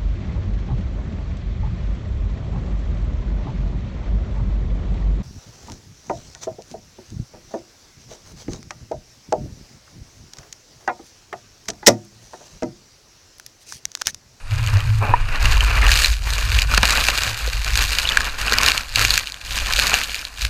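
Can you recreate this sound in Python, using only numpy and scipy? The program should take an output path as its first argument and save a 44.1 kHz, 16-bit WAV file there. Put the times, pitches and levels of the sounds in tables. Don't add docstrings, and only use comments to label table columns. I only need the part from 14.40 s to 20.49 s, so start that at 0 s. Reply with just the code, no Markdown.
import sys
import numpy as np
from scipy import signal
from scipy.fft import rfft, irfft, next_fast_len
from scipy.io import wavfile
from scipy.ndimage import uniform_filter1d, map_coordinates

SR = 44100
rng = np.random.default_rng(int(sys.argv[2]) if len(sys.argv) > 2 else 0)


def store_pcm(level_fs):
    pcm = np.round(np.clip(level_fs, -1, 1) * 32767).astype(np.int16)
    wavfile.write(sys.argv[1], SR, np.atleast_2d(pcm).T)


N = 268789

# (frequency [Hz], relative level [dB])
PATTER_SPECTRUM = [(150, -30.5), (500, -27.5), (1000, -16), (1600, -2), (2600, 1.5), (4400, 1.5),
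                   (5600, -4.5), (7000, -3.5), (9500, -15.5), (12800, -14.5), (15200, -21.5)]


def water(rush_db, spray_db):
    # (frequency [Hz], relative level [dB])
    rush_spectrum = [(60, -4.5), (200, -3.5), (350, -7.5), (550, -4.5), (800, -4), (1050, 0), (1600, -5),
                     (2600, -1.5), (3300, -8.5), (6000, -23), (15000, -42)]
    # (frequency [Hz], relative level [dB])
    mist_spectrum = [(150, -33), (500, -14.5), (1000, -13), (1600, -9), (2600, -2.5), (4400, 0.5),
                     (5600, -4.5), (7000, -3), (9500, -10), (12800, -8), (15200, -16)]
    flurry = wobble(70)

    splash = 0.66 * rng.standard_normal(N) + 0.71 * impacts(count=4000, spread_db=3.5)
    rush_bubbles = bubbles(count=1500, pitch_hz=1590, scatter=0.127, cycles=37, spread_db=2.5)
    rush = unit(through_case(splash, rush_spectrum) + 0.68 * rush_bubbles)

    fine_drops = rng.standard_normal(N) + 0.5 * impacts(count=20000, spread_db=6.0)
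    mist = through_case(fine_drops, mist_spectrum)
    hits = 0.66 * impacts(count=6000, spread_db=5.0) + ticks(count=600, spread_db=2.5, t60=0.0038)
    patter = through_case(hits, PATTER_SPECTRUM)
    pings = bubbles(count=2000, pitch_hz=3730, scatter=0.203, cycles=18, spread_db=5.0)
    spray = unit(0.47 * mist + 0.99 * patter + 0.42 * pings)

    rush_gain = amp(rush_db + 0.18 + 0.49 * flurry + 1.9 * wobble(45))
    spray_gain = amp(spray_db + 3.5 + 1.69 * flurry)
    return rush_gain * rush + spray_gain * spray


def drops_and_bubbles():
    # (time [s], level [dB], starting ring pitch [Hz], ring decay by 60 dB [s])
    drop_rings = [(0.274, -7, 2880, 0.0074), (0.405, -11, 2950, 0.0072), (0.738, 4.5, 943, 0.034),
                  (0.74, -10, 1760, 0.021), (0.958, -16, 3800, 0.0092), (1.0557, 2.5, 2740, 0.012),
                  (1.207, -1.5, 3010, 0.013), (1.466, 2, 2760, 0.012), (1.492, 1, 1700, 0.012),
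                  (1.647, 3, 4040, 0.013), (2.118, -5, 2600, .006), (2.189, 0.5, 2540, 0.0053),
                  (2.22, 1.5, 4600, 0.007), (2.339, 2.5, 1390, 0.012), (2.376, 8, 2630, 0.0062),
                  (2.378, 6.5, 1710, 0.0067), (2.431, 5, 3730, .007), (2.454, 5.5, 4270, 0.0032),
                  (2.4885, -2, 4600, 0.0033), (2.495, 2, 4180, 0.0037), (2.507, 5, 4650, 0.0038),
                  (2.685, 5.5, 2630, 0.0084), (2.7767, 1, 2400, 0.0025), (2.835, -3, 6840, 0.0034),
                  (3.077, -19, 490, 0.039), (3.246, -3, 4000, .005), (3.586, 3.5, 2880, 0.0061),
                  (3.653, -4, 2850, 0.017), (3.674, -5, 3800, 0.016), (3.69, 1.5, 3460, 0.013),
                  (3.72, -2.5, 2880, 0.013), (3.7721, 9, 1590, .012), (3.806, -2, 1640, .011),
                  (4.081, -3.5, 2600, 0.013), (4.123, 2, 1500, 0.011), (4.133, 3, 4270, 0.0069),
                  (4.138, 2.5, 1860, 0.0091), (4.185, 8, 4520, 0.0036), (4.233, 4, 1570, 0.0038),
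                  (4.262, 3, 3870, .007), (4.285, 5, 2740, 0.0096), (4.378, 4.5, 4200, 0.0047),
                  (4.65, 8, 1850, 0.0039), (4.706, 6, 4030, 0.0031), (4.777, 10.5, 2540, 0.0056),
                  (4.7908, -6, 2600, 0.0084), (4.872, -9.5, 2800, 0.0051), (4.899, -14, 4200, .004),
                  (4.9213, -11, 4200, 0.0033), (4.943, -13.5, 3330, 0.0038), (5.307, -7, 1570, 0.014),
                  (5.336, 3, 4400, .005), (5.391, 5, 2470, 0.0026), (5.3974, 4.5, 4120, 0.0066),
                  (5.541, 8.5, 2680, 0.0072), (5.745, -7.5, 2420, 0.0076), (5.851, -8.5, 4160, 0.0066),
                  (6.051, -0.5, 2450, 0.0042)]
    rings, slaps = np.zeros((2, N + SR))
    t = np.arange(SR // 12) / SR
    for s, db, hz, t60 in drop_rings:
        start = round(s * SR)
        ring = amp(-60 * t / t60) * np.sin(2 * np.pi * hz * t * (1 + 0.063 * t / t60))
        onset = 1 - np.exp(-t / 0.00037)
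        rings[start:][:len(t)] += amp(db - 2.0) * ring * onset
        splash = amp(-60 * t / 0.0048) + amp(-19.5 - 60 * t / 0.018)
        slap_db = db - 24 * max(0, np.log2(t60 / 0.011))
        slaps[start:][:len(t)] += amp(slap_db - 3.0) * splash * rng.standard_normal(len(t))
    return rings[:N] + coloured(slaps[:N], lambda hz: along(PATTER_SPECTRUM, hz) + case_db(hz))


def slugs():
    # (time [s], level [dB])
    slug_hits = [(2.378, -8.5), (2.431, -4), (2.445, -17), (2.686, -11.5)]
    # (frequency [Hz], relative level [dB])
    thud_spectrum = [(60, -14), (150, 8), (300, -2.5), (550, 1.5), (900, 2), (1700, -2), (3000, -3),
                     (5000, -11), (12000, -44)]
    force = np.zeros(N + SR)
    t = np.arange(SR // 8) / SR
    for s, db in slug_hits:
        force[round(s * SR):][:len(t)] += amp(db - 1 - 60 * t / 0.042)
    return force[:N] * through_case(rng.standard_normal(N), thud_spectrum)


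def gurgle():
    # (time [s], level [dB])
    port_level = [(.59, -53), (.615, -30), (.632, -20.5), (.655, -22.5), (.67, -31), (.695, -23.5),
                  (.73, -30.5), (.77, -32), (.85, -64)]
    # (frequency [Hz], relative level [dB])
    wet_port_spectrum = [(100, -5), (350, 1.5), (650, 1.5), (1000, 7), (1400, -5), (2000, -11), (2600, -2),
                         (3100, -41), (8000, -32)]
    level_db, = curves(port_level)
    froth = through_case(impacts(count=20000, spread_db=3.5), wet_port_spectrum)
    blubs = bubbles(count=2000, pitch_hz=1070, scatter=0.09, cycles=11, spread_db=-1.0)
    return amp(level_db) * unit(froth + 0.5 * blubs)


def wind():
    # (time [s], level [dB])
    downdraught = [(0.0, -31), (0.29, -29), (0.66, -29), (0.76, -20), (1.1, -17.5), (1.39, -34),
                   (1.46, -25), (1.87, -32), (2.42, -36), (2.47, -43), (2.68, -25.5), (2.76, -41),
                   (3.41, -30.5), (4.82, -37), (4.87, -61), (5.24, -29.5), (5.82, -48), (6.09, -43)]
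    # (time at full strength [s], hold [s], boom level [dB], drone level [dB])
    buffets = [(0.13, 0.23, -28, -17), (0.45, 0.14, -27.5, -15.5), (0.66, 0.16, -30, -19.5),
               (1.03, 0.052, -17.5, -23), (1.15, 0.27, -17.5, -31), (1.48, 0.054, -12.5, -49),
               (1.69, 0.032, -17, -38), (1.8, 0.39, -23.5, -33), (2.07, 0.15, -17.5, -31.5),
               (2.27, 0.13, -17, -27.5), (2.5, 0.37, -28.5, -40), (2.88, 0.02, -44, -28),
               (3.03, 0.17, -24, -36.5), (3.29, 0.15, -22, -30.5), (3.56, 0.29, -30.5, -45.5),
               (4.01, 0.31, -29.5, -36), (4.57, 0.099, -28, -28.5), (4.7, 0.026, -30.5, -43),
               (5.09, 0.46, -31.5, -41.5), (5.62, 0.15, -42, -53), (6.03, 0.04, -23, -36)]
    heave_db, = curves(downdraught)
    boom_power, drone_power = swells(buffets)
    boom_db = level_of(boom_power, floor_db=-48) + 1.36 * wobble(17)
    drone_db = level_of(drone_power, floor_db=-58) + 1.9 * wobble(22) - 2.5
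    heave = buffet(centre_hz=19.7, width_hz=8.2, gain_db=0.59, steadiness=0.24)
    boom = buffet(centre_hz=49.5, width_hz=8.2, gain_db=0.92, steadiness=0.63)
    drone = buffet(centre_hz=103.6, width_hz=10.3, gain_db=0, steadiness=0.29)
    return amp(heave_db + 0.5) * heave + amp(boom_db) * boom + amp(drone_db) * drone


def buffet(centre_hz, width_hz, gain_db, steadiness):
    def resonance_db(hz):
        detuning = (hz ** 2 - centre_hz ** 2) / (2 * width_hz * (hz + 1))
        return -20 * np.log10(1 + detuning ** 2)

    band = coloured(rng.standard_normal(N), resonance_db)
    power = np.abs(uniform_filter1d(band ** 2, SR // 16)) + 1e-12
    even = band / power ** (np.clip(steadiness, 0, 1) / 2)
    low = coloured(even, lambda hz: -10 * np.log10(1 + (hz / 132) ** 20))
    return amp(gain_db) * unit(low)


def far_fall():
    # (frequency [Hz], relative level [dB])
    far_spectrum = [(120, 2), (250, 3.5), (500, 1), (1000, 4), (2600, -6), (4500, -2), (7000, -6),
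                    (10000, -8), (15000, -32)]
    return amp(-48.0) * through_case(rng.standard_normal(N), far_spectrum)


def impacts(count, spread_db):
    when, size, sign = rng.random((count, 3)).T
    weight = amp(-spread_db * np.log(size + 0.0044)) * np.sign(sign - 0.5)
    return unit(np.bincount((when * N).astype(int), weight, N))


def ticks(count, spread_db, t60):
    t = np.arange(SR // 50) / SR
    hits = np.abs(impacts(count=count, spread_db=spread_db))
    envelope = signal.fftconvolve(hits, amp(-60 * t / t60))[:N]
    return unit(envelope * rng.standard_normal(N))


def bubbles(count, pitch_hz, scatter, cycles, spread_db):
    when, size, tone = rng.random((count, 3)).T[:, :, None]
    hz = np.clip(pitch_hz * (tone / (1 - tone)) ** scatter, SR / 100, SR / 5)
    k = np.arange(SR // 100)
    turns = hz * k / SR
    level_db = -spread_db * np.log(size + 0.027) - 60 * turns / cycles
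    rings = amp(level_db) * np.sin(2 * np.pi * turns)
    places = (when * N).astype(int) + k
    return unit(np.bincount(places.ravel(), rings.ravel(), N)[:N])


def case_db(hz):
    # (frequency [Hz], width [Hz], lift [dB])
    case_modes = [(358, 28, -18.5), (1600, 470, 6), (2076, 200, -4.5), (2400, 226, 6), (2800, 260, 5),
                  (3310, 810, -5), (4280, 2800, 3.5), (5480, 370, -3.5), (6770, 460, 2), (7560, 550, -4.5),
                  (8120, 940, 3)]
    return sum(db / (1 + (2 * (hz - centre) / width) ** 2) for centre, width, db in case_modes)


def through_case(x, spectrum):
    return unit(coloured(x, lambda hz: along(spectrum, hz) + case_db(hz)))


def coloured(x, gain_db, size=32768):
    cepstrum = irfft(np.log(amp(gain_db(np.fft.rfftfreq(size, 1 / SR))) + 1e-6))
    cepstrum[1:size // 2] *= 2
    cepstrum[size // 2 + 1:] = 0
    return signal.fftconvolve(x, irfft(np.exp(rfft(cepstrum))))[:N]


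def swells(rows):
    attack_s, release_s = 0.028, 0.074
    t = np.linspace(0, N / SR, N // 40)
    start, hold, *levels = np.transpose(rows)
    before = np.maximum(start[:, None] - t, 0) / attack_s
    after = np.maximum(t - (start + hold)[:, None], 0) / release_s
    power = amp(levels) ** 2 @ amp(-10 * (before + after)) ** 2
    return curves(np.column_stack([t, *power]))


def level_of(power, floor_db):
    return 10 * np.log10(power + amp(floor_db) ** 2)


def curves(rows):
    s, *cols = np.transpose(rows)
    return [np.interp(np.arange(N) / SR, s, c) for c in cols]


def wobble(rate):
    knots = rng.standard_normal(int(N * rate / SR) + 4)
    return map_coordinates(knots, [np.arange(N) * rate / SR])


def along(points, hz):
    f, v = np.transpose(points)
    return np.interp(np.log(hz + 1), np.log(f + 1), v)


def amp(db):
    return 10 ** (np.asarray(db) / 20)


def unit(x):
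    return x / np.sqrt(np.mean(x ** 2) + 1e-20)


def scene():
    # (time at full strength [s], hold [s], spray level [dB], rush level [dB])
    gusts = [(0.125, 0.28, -39.5, -33), (0.46, 0.11, -42, -42), (0.64, 0.32, -48, -32.5),
             (0.9, 0.15, -44, -31), (1.03, 0.13, -31, -25.5), (1.21, 0.19, -34, -27),
             (1.38, 0.098, -35.5, -24.5), (1.505, 0.13, -21, -28), (1.86, 0.22, -31.5, -33),
             (2.12, 0.09, -29.5, -31), (2.32, 0.02, -27, -22), (2.45, 0.083, -26.5, -22),
             (2.55, 0.1, -23, -27.5), (2.69, 0.19, -26.5, -27.5), (2.97, 0.21, -33, -36),
             (3.27, 0.017, -29.5, -29.5), (3.37, 0.044, -21, -27), (3.52, 0.11, -27, -29),
             (3.67, 0.21, -33.5, -27.5), (4.0, 0.14, -30, -28), (4.11, 0.11, -33, -23.5),
             (4.25, 0.041, -22.5, -23), (4.33, 0.018, -28, -29.5), (4.575, 0.063, -22.5, -26),
             (4.72, 0.015, -21.5, -28.5), (5.07, 0.076, -33, -42), (5.15, 0.22, -30, -31.5),
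             (5.37, 0.04, -29.5, -37), (5.44, 0.024, -20, -21.5), (5.545, 0.0096, -22.5, -21.5),
             (5.62, 0.18, -33.5, -44), (6.01, 0.025, -30.5, -39.5)]
    spray, rush = swells(gusts)
    spray_floor_db = -47 + np.where(np.arange(N) / SR < 1, -14, 0)
    splashing = water(level_of(rush, floor_db=-48), level_of(spray, spray_floor_db))
    return (far_fall() + wind() + splashing + gurgle() + drops_and_bubbles() + slugs())[None]


def record(dry):
    ceiling, top_hz = 0.97, 15400
    clipped = dry / (1 + np.abs(dry / ceiling) ** 6) ** (1 / 6)
    m = next_fast_len(N + SR // 2)
    passed = np.fft.rfftfreq(m, 1 / SR) < top_hz
    return irfft(rfft(clipped, m) * passed, m)[..., :N]


dry = scene()
out = record(dry)
store_pcm(out)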